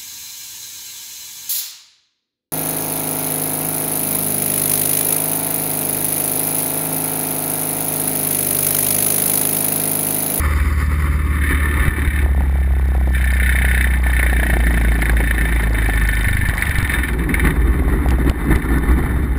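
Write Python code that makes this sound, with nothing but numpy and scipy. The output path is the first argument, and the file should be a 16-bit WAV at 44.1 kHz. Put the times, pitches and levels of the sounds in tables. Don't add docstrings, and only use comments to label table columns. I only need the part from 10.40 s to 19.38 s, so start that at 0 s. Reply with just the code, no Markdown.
import sys
import numpy as np
from scipy import signal
from scipy.fft import rfft, irfft
from scipy.io import wavfile
from scipy.ndimage import map_coordinates

SR = 44100
rng = np.random.default_rng(int(sys.argv[2]) if len(sys.argv) > 2 else 0)


def put_to_file(sound):
    columns = np.atleast_2d(sound).T
    safe = np.clip(columns, -1, 1)
    whole_steps = np.round(safe * 32767)
    wavfile.write(sys.argv[1], SR, whole_steps.astype(np.int16))


N = 396018


def amp(db):
    return 10 ** (np.asarray(db) / 20)


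def unit(x):
    return x / np.sqrt(np.mean(x ** 2) + 1e-20)


def along(points, hz):
    f, v = np.transpose(points)
    return np.interp(np.log(hz + 1), np.log(np.maximum(f, 1) + 1), v)


def curves(rows):
    s, *cols = np.transpose(rows)
    return [np.interp(np.arange(N) / SR, s, c) for c in cols]


def bells(rows):
    t = np.arange(N) / SR
    return sum(db * np.exp(-((t - s) / width) ** 2) for s, width, db in rows)


def spells(rows, attack_s, release_s):
    t = np.arange(N) / SR
    envelopes = []
    for start, end, db in rows:
        rise = np.clip((t - start) / attack_s, 0, 1)
        fall = np.exp(-np.maximum(t - end, 0) / release_s)
        envelopes.append(amp(db) * rise * fall)
    return np.max(envelopes, axis=0)


def wobble(rate_hz):
    knots = rng.standard_normal(int(N * rate_hz / SR) + 4)
    return map_coordinates(knots, [np.arange(N) * rate_hz / SR])


def colour(x, spectrum, resonances=(), size=8192):
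    hz = np.fft.rfftfreq(size, 1 / SR)
    db = along(spectrum, hz)
    for f, width, lift in resonances:
        db = db + lift / (1 + (2 * (hz - f) / width) ** 2)
    cepstrum = irfft(np.log(amp(db)))
    cepstrum[1:size // 2] *= 2
    cepstrum[size // 2 + 1:] = 0
    impulse_response = irfft(np.exp(rfft(cepstrum)))
    return signal.fftconvolve(x, impulse_response)[:len(x)]


def uneven(count, scatter_db):
    return amp(scatter_db * np.clip(rng.standard_normal(count), -2, 2))


def bursts(cycles, speed, life_s, scatter_db, hold=1):
    whole = np.floor(cycles).astype(int)
    since_jump_s = (cycles % 1) / speed
    return uneven(1024, scatter_db)[whole] * np.exp(-(since_jump_s / life_s) ** hold)


def kicks(cycles, scatter_db):
    whole = np.floor(cycles)
    return np.diff(whole, prepend=whole[0]) * uneven(N, scatter_db)


def add(track, s, sound):
    part = track[round(s * SR):][:len(sound)]
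    part += sound[:len(part)]


# shaft_multiple, relative_level_db
ENGINE_ORDERS = [(1, 10), (1.5, -3.5), (2, 5.5), (2.5, -20), (3, -4.5), (3.5, -20), (4, -3), (4.5, -12),
                 (5, -8), (6, -19.5), (7, -9), (8, -15), (9, -42), (10, -21.5)]
# freq_hz, gain_db
MOUNT_RESPONSE = [(15, -25), (32, -44), (41, -54), (50, -3), (58, 2.5), (70, 0.5), (76, -5), (86, -13),
                  (110, -10.5), (160, -8.5), (380, -17)]
# time_s, level_db
DRONE_LEVEL = [(0, -16), (1.2, -16.5), (1.5, -19), (1.85, -14.5), (3.5, -14.5), (5.75, -16.5), (6.2, -22.5),
               (6.75, -20), (7.5, -15.5), (8.05, -27.5), (8.8, -18.5)]
WAVER_DB, WAVER_RAD = 2.8, .65
GUST_DRONE = 0.37


def drone(speed, turns):
    tone, power = np.zeros(N), np.zeros(N)
    for order, db in ENGINE_ORDERS:
        unsteady = .12 if order == 2 else 1
        order_db = db + along(MOUNT_RESPONSE, order * speed)
        size = amp(order_db + WAVER_DB * unsteady * wobble(5))
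        phase = 2 * np.pi * order * turns + WAVER_RAD * unsteady * wobble(8)
        tone += size * np.sin(phase)
        power += size ** 2 / 2
    even_tone = tone / np.sqrt(power)
    return amp(curves(DRONE_LEVEL)[0] - GUST_DRONE * bells(GUSTS)) * even_tone


# freq_hz, relative_level_db_per_hz
STRUT_TONE = [(60, -13), (85, -31.5), (105, 6), (130, 0.5), (180, 1.5), (220, 2), (290, -5), (370, -7),
              (480, -26), (800, -35)]
# time_s, level_db
THROB_LEVEL = [(0, -46), (1.6, -36), (2.4, -34.5), (3.7, -35), (4.05, -26.5), (6, -31.5), (6.4, -30),
               (9, -45)]


def throb(turns):
    strong_blade = kicks(turns - .2, scatter_db=2.0)
    weak_blade = 0.28 * kicks(turns - .7, scatter_db=6.0)
    strut_modes = [(108, 16, 6.4), (190, 12, 6.2), (285, 32, 3.7)]  # freq_hz, width_hz, lift_db
    return amp(curves(THROB_LEVEL)[0]) * unit(colour(strong_blade + weak_blade, STRUT_TONE, strut_modes))


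# time_s, strike_point_turns
CASE_STRIKE_POINT = [(1.2, 0.41), (1.8, 0.67), (2.65, 0.74), (2.73, .65), (3.2, 0.51), (3.75, 0.47),
                     (4.7, 0.37), (5, 0.34), (5.9, .47), (6.2, .78), (6.45, 1.04), (7.25, 1.34), (9, 1.79)]
# freq_hz, relative_level_db_per_hz
RATTLE_TONE = [(300, -13.5), (700, -19), (1150, -27), (1450, -3.5), (1800, 7), (2200, 2), (2450, -8.5),
               (2750, -14.5), (3350, -21.5), (3650, -21), (3950, -16), (4400, -29), (5000, -27.5),
               (5900, -36)]
# freq_hz, width_hz, lift_db
CASE_RESONANCES = [(1111, 20, 8.5), (1225, 29, 7), (1373, 16, 7.5), (1491, 22, 9.5), (1777.7, 17, 11.5),
                   (1910, 23, 5.5), (1950, 58, -6), (2150, 78, 2.5), (2310, 38, 10.5), (2580, 37, 11),
                   (3079, 160, 12), (3613, 199, 18.5)]
# start_s, end_s, level_db
RATTLE_SPELLS = [(.18, .22, -29.5), (.92, .99, -31), (1.01, 1.16, -24.5), (1.17, 1.37, -28),
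                 (1.39, 1.48, -24.5), (1.5, 1.62, -27.5), (1.63, 1.81, -27), (2.73, 2.98, -25.5),
                 (3, 3.45, -22), (3.5, 3.55, -26), (3.63, 3.71, -26.5), (3.72, 4.15, -24),
                 (4.18, 4.7, -26.5), (4.76, 5.24, -25), (5.34, 6.12, -24), (6.17, 6.46, -23.5),
                 (6.49, 6.56, -18), (6.58, 6.69, -22.5), (6.785, 6.81, -26.5), (6.885, 6.92, -26.5),
                 (6.94, 7.09, -23.5), (7.18, 7.22, -34.5), (8.14, 8.25, -29), (8.54, 8.68, -39)]
RATTLE_ATTACK_S, RATTLE_RELEASE_S = 0.0098, 0.044
RATTLE_REST_DB = -39
CHATTER_LIFE_S, CHATTER_HOLD = .011, 1.8
CHATTER_REST = .33
STRIKE_LIFE_S, STRIKE_SIZE = 0.0078, 0.42


def rattle(speed, turns):
    cycles = turns - curves(CASE_STRIKE_POINT)[0]
    rebounds = rng.standard_normal(N) * bursts(cycles, speed, STRIKE_LIFE_S, scatter_db=2.5, hold=1.2)
    strikes = unit(colour(rebounds, RATTLE_TONE))
    chatter = bursts(cycles, speed, CHATTER_LIFE_S, scatter_db=0.0, hold=CHATTER_HOLD) + CHATTER_REST
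    contacts = rng.standard_normal(N) * amp(1.2 * wobble(900)) * chatter
    ringing = unit(colour(contacts, RATTLE_TONE, CASE_RESONANCES))
    rattling = spells(RATTLE_SPELLS, RATTLE_ATTACK_S, RATTLE_RELEASE_S)
    level = np.maximum(rattling, amp(RATTLE_REST_DB))
    return level * unit(ringing + STRIKE_SIZE * strikes)


# start_s, peak_db
CASE_CLACKS = [(2.999, -9), (3.0919, -6), (3.2485, -11), (3.312, -9.5), (3.3762, -8), (3.4082, -7.5),
               (3.7923, -9.5), (3.8262, -9.5), (4.0305, -11.5), (4.0986, -12.5), (4.267, -8.5),
               (4.3735, -12.5), (4.6191, -7.5), (4.6554, -6.5), (4.6947, -7.5), (4.7676, -19), (4.907, -9),
               (5.01, -8.5), (5.1216, -14), (5.687, -9.5), (5.8437, -10.5), (5.883, -10), (6.2225, 1),
               (6.9404, -5.5), (7.0706, -7)]
CLACK_ATTACK_S, CLACK_LIFE_S = 0.00099, 0.004
CLACK_MAX_DB = -4


def clacks():
    out, t = np.zeros(N), np.arange(SR // 20) / SR
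    envelope = np.exp(-t / CLACK_LIFE_S) * (1 - np.exp(-t / CLACK_ATTACK_S))
    for s, db in CASE_CLACKS:
        contacts = colour(rng.standard_normal(len(t)), RATTLE_TONE) * envelope
        add(out, s, amp(min(db, CLACK_MAX_DB)) * contacts / np.abs(contacts).max())
    return out


# time_s, knock_point_turns
MOUNT_KNOCK_POINT = [(1.9, .27), (3.4, 0.38), (3.85, 0.46), (5.5, 0.52), (6.1, .63), (7.2, 0.97),
                     (8.98, 0.85)]
# freq_hz, relative_level_db_per_hz
KNOCK_TONE = [(150, 4), (400, 0.5), (600, 1), (760, 4), (900, -3), (1100, -9), (1600, -12), (4000, -33)]
# freq_hz, relative_level_db_per_hz
SOFT_KNOCK_TONE = [(150, -14), (300, 0), (450, -5.5), (750, -4.5), (1200, -41), (3000, -37)]
# time_s, level_db
KNOCK_LEVEL = [(1.88, -36), (3.6, -36.5), (3.9, -27), (4.5, -33), (5.3, -36.5), (5.75, -36.5), (6.35, -43),
               (7.1, -48), (7.7, -30.5), (8.98, -35.5)]
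# time_s, size_ratio (over the main knock)
SOFT_KNOCK_SIZE = [(3.6, 0), (4, 0.4), (5.3, 0.87), (5.8, 0.056), (6.2, 0.11)]
KNOCK_START_S = 1.8
KNOCK_LIFE_S, KNOCK_RUB = 0.0017, 1


def mount_knocks(speed, turns):
    cycles = turns - curves(MOUNT_KNOCK_POINT)[0]
    blows = unit(kicks(cycles, scatter_db=3.0))
    rubs = unit(bursts(cycles, speed, KNOCK_LIFE_S, scatter_db=3) * rng.standard_normal(N))
    knocks = unit(colour(blows + KNOCK_RUB * rubs, KNOCK_TONE))
    soft = bursts(cycles + 0.16, speed, life_s=0.0025, scatter_db=1.5) * rng.standard_normal(N)
    knocks += curves(SOFT_KNOCK_SIZE)[0] * unit(colour(soft, SOFT_KNOCK_TONE))
    loose = np.arange(N) / SR > KNOCK_START_S
    return loose * amp(curves(KNOCK_LEVEL)[0]) * knocks


# start_s, peak_db
HARD_KNOCKS = [(2.006, -14), (2.549, -16.5), (2.674, -14.5), (3.829, -15), (4.03, -14), (4.133, -12.5),
               (4.804, -9.5), (5.488, -11)]
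HARD_KNOCK_LIFE_S = 0.0059


def hard_knocks():
    out, t = np.zeros(N), np.arange(SR // 20) / SR
    for s, db in HARD_KNOCKS:
        burst = rng.standard_normal(len(t)) * np.exp(-t / HARD_KNOCK_LIFE_S)
        knock = colour(burst, KNOCK_TONE)
        add(out, s, amp(db) * knock / np.abs(knock).max())
    return out


# freq_hz, relative_level_db_per_hz
TICK_TONE = [(300, -14), (900, -28), (2000, -35), (3500, -6.5), (4800, 3.5), (5500, -3), (6000, -7.5)]
# time_s, level_db
TICK_LEVEL = [(2.6, -64), (2.75, -49), (5.2, -52), (5.65, -41), (6.2, -52), (7.4, -88), (8.3, -48),
              (8.98, -55)]
TICK_POINT_TURNS, TICK_LIFE_S = .08, .0008


def ticks(speed, turns):
    snaps = bursts(turns - TICK_POINT_TURNS, speed, TICK_LIFE_S, scatter_db=4.0)
    return amp(curves(TICK_LEVEL)[0]) * unit(colour(snaps * rng.standard_normal(N), TICK_TONE))


# start_s, blow_count, snap_peak_db, thump_gain_db
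MOUNT_JOLTS = [(1.481, 1, -41, -1), (1.676, 1, -36, -6), (5.872, 5, -42, -6), (6.087, 1, -18.5, -4.5),
               (6.1715, 3, -22, -25), (6.2936, 1, -20, -8), (6.345, 1, -24, -10), (6.3845, 1, -16, -3.5),
               (6.427, 1, -21, -5.5), (6.4747, 2, -21, -26), (6.6727, 1, -32, -32), (6.731, 1, -29, -25),
               (7.6857, 1, -20.5, -10), (7.706, 1, -19.5, -28), (7.896, 1, -14, -3.5),
               (8.158, 1, -19.5, -5)]
JOLT_KNOCK_DB = 3.5
THUMP_HZ, THUMP_RISE_S = 73.6, 0.0026


def jolts(turns):
    out, t = np.zeros(N), np.arange(SR // 20) / SR
    push_envelope = (t / THUMP_RISE_S) * np.exp(1 - t / THUMP_RISE_S)
    push = -np.sin(2 * np.pi * THUMP_HZ * t) * push_envelope
    dull_tone = [(150, -9), (700, -9.5), (2000, -6), (4000, -11), (6000, -36)]  # freq_hz, relative_level_db
    for first, blows, snap_db, thump_db in MOUNT_JOLTS:
        blow_turns = turns[round(first * SR)] + np.arange(round(blows))
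        for s in np.searchsorted(turns, blow_turns) / SR:
            contact = rng.standard_normal(len(t)) * t * np.exp(-t / 0.001)
            snap = colour(contact, TICK_TONE)
            knock = colour(contact, dull_tone)
            blow = snap / np.abs(snap).max() + amp(JOLT_KNOCK_DB) * knock / np.abs(knock).max()
            add(out, s, amp(snap_db) * blow + amp(thump_db) * push)
    return out


# time_s, roar_level_db, hiss_level_db
WIND_LEVEL = [(0, -26.5, -27.5), (.8, -27, -31.5), (1.4, -20.5, -27.5), (2, -27.5, -38.5), (2.45, -37, -41),
              (3.75, -32.5, -33.5), (4.05, -27, -37), (5.4, -26, -33), (5.9, -33.5, -36),
              (6.45, -28, -30.5), (6.75, -19, -32.5), (7.6, -18.5, -32.5), (8.5, -17, -29.5),
              (8.98, -18.5, -33)]
# centre_s, half_width_s, change_db
GUSTS = [(.1, .05, 1), (1.2, 0.035, -1.5), (1.44, 0.026, 3), (6.53, 0.023, 4), (7.07, 0.069, 5.5),
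         (7.55, 0.084, 1.5), (7.88, 0.021, 3.5), (8.12, 0.031, 7), (8.38, 0.0097, 6), (8.5, 0.0066, 2),
         (8.58, 0.013, 2.5)]
GUST_HISS = 1
# time_s, airspeed_ratio (0 slow, 1 fast)
AIRSPEED = [(0, 0.98), (1.2, 1), (2, 0.0048), (6, 0.0046), (7, 0.36), (9, 0)]
# freq_hz, relative_level_db_per_hz
ROAR_TONE = [(25, -12.5), (42, 7), (60, 12.5), (90, -11.5), (150, 2), (205, -5), (275, -0.5), (370, -6),
             (470, -16.5), (650, -34.5), (1200, -67.5)]
# freq_hz, relative_level_db_per_hz
FAST_HISS_TONE = [(250, -25), (480, -7.5), (570, 0), (660, -44), (790, -11.5), (930, -4), (1200, 2.5),
                  (1650, -9.5), (2000, 5), (2450, -13), (3400, -29.5), (4100, -27), (4900, -27.5),
                  (5900, -36)]
# freq_hz, relative_level_db_per_hz
SLOW_HISS_TONE = [(250, -6), (450, -8.5), (650, -1.5), (850, 6.5), (1200, 1), (1650, 1.5), (2000, 8.5),
                  (2450, -17.5), (3400, -25), (4100, -17.5), (4900, -29.5), (5900, -37)]
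# time_s, level_db
SIZZLE_LEVEL = [(0, -45.5), (.5, -46.5), (.8, -53.5), (1.3, -62), (2, -83)]


def slipstream(turns):
    roar_db, hiss_db = curves(WIND_LEVEL)
    gust_db = bells(GUSTS)
    fast = np.clip(curves(AIRSPEED)[0], 0, 1)
    wash_db = 1.0 * np.cos(2 * np.pi * (turns - .25))
    eddies_db = 1.9 * wobble(45) + wash_db
    roar = colour(rng.standard_normal(N) * amp(eddies_db + 0.68 * wobble(25)), ROAR_TONE)
    flutter_db = 1.0 * (1 - fast) * wobble(32)

    def flow():
        return rng.standard_normal(N) * amp(eddies_db + flutter_db + 2.17 * wobble(220))

    hiss = np.sqrt(fast) * unit(colour(flow(), FAST_HISS_TONE, CASE_RESONANCES))
    hiss += np.sqrt(1 - fast) * unit(colour(flow(), SLOW_HISS_TONE, CASE_RESONANCES))
    sizzle_tone = [(1000, -13), (3500, -3), (4900, 13.5), (6000, -6)]  # freq_hz, relative_level_db_per_hz
    sizzle = amp(curves(SIZZLE_LEVEL)[0]) * unit(colour(flow(), sizzle_tone))
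    roar = amp(roar_db + gust_db) * unit(roar)
    hiss = amp(hiss_db + GUST_HISS * gust_db) * hiss
    return roar + hiss + sizzle


# time_s, speed_turns_per_s
SHAFT_SPEED = [(0.0, 37.19), (0.47, 37.24), (1.73, 35.94), (1.99, 33.92), (2.39, 33.03), (2.82, 31.6),
               (3.46, 31.33), (4.44, 28.08), (5.06, 28.0), (5.54, 26.09), (6.22, 24.46), (6.7, 20.13),
               (7.87, 15.41), (8.54, 14.86), (8.74, 15.78), (9.0, 15.36)]
# centre_s, half_width_s, change_db
LEVEL_DIPS = [(1.53, 0.04, -5.5), (1.72, 0.028, -4), (6.14, 0.0083, 0), (7.76, 0.037, -1.5),
              (7.95, 0.051, -5), (8.21, 0.027, -4), (8.91, 0.038, -5)]


def scene():
    speed = curves(SHAFT_SPEED)[0]
    turns = np.cumsum(speed) / SR
    engine = drone(speed, turns) + throb(turns)
    case = rattle(speed, turns) + clacks()
    mount = mount_knocks(speed, turns) + hard_knocks() + jolts(turns)
    layers = engine + case + mount + ticks(speed, turns) + slipstream(turns)
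    return (amp(bells(LEVEL_DIPS)) * layers)[None]


HOLD_HZ, TOP_HZ = 12000, 15400


def record(dry):
    hz = np.fft.rfftfreq(N, 1 / SR)
    rounded = dry / (1 + np.abs(dry / .85) ** 8) ** (1 / 8)
    guard = 1 / np.sqrt(1 + (hz / 5650) ** 60)
    count = round(N * HOLD_HZ / SR)
    samples = irfft(rfft(rounded) * guard, count) * count / N
    held = signal.resample(np.repeat(samples, 4, axis=-1), N, axis=-1)
    top_cut = np.sqrt(1 + (hz / TOP_HZ) ** 160)
    return irfft(rfft(held) / top_cut, N)


dry = scene()
out = record(dry)
put_to_file(out)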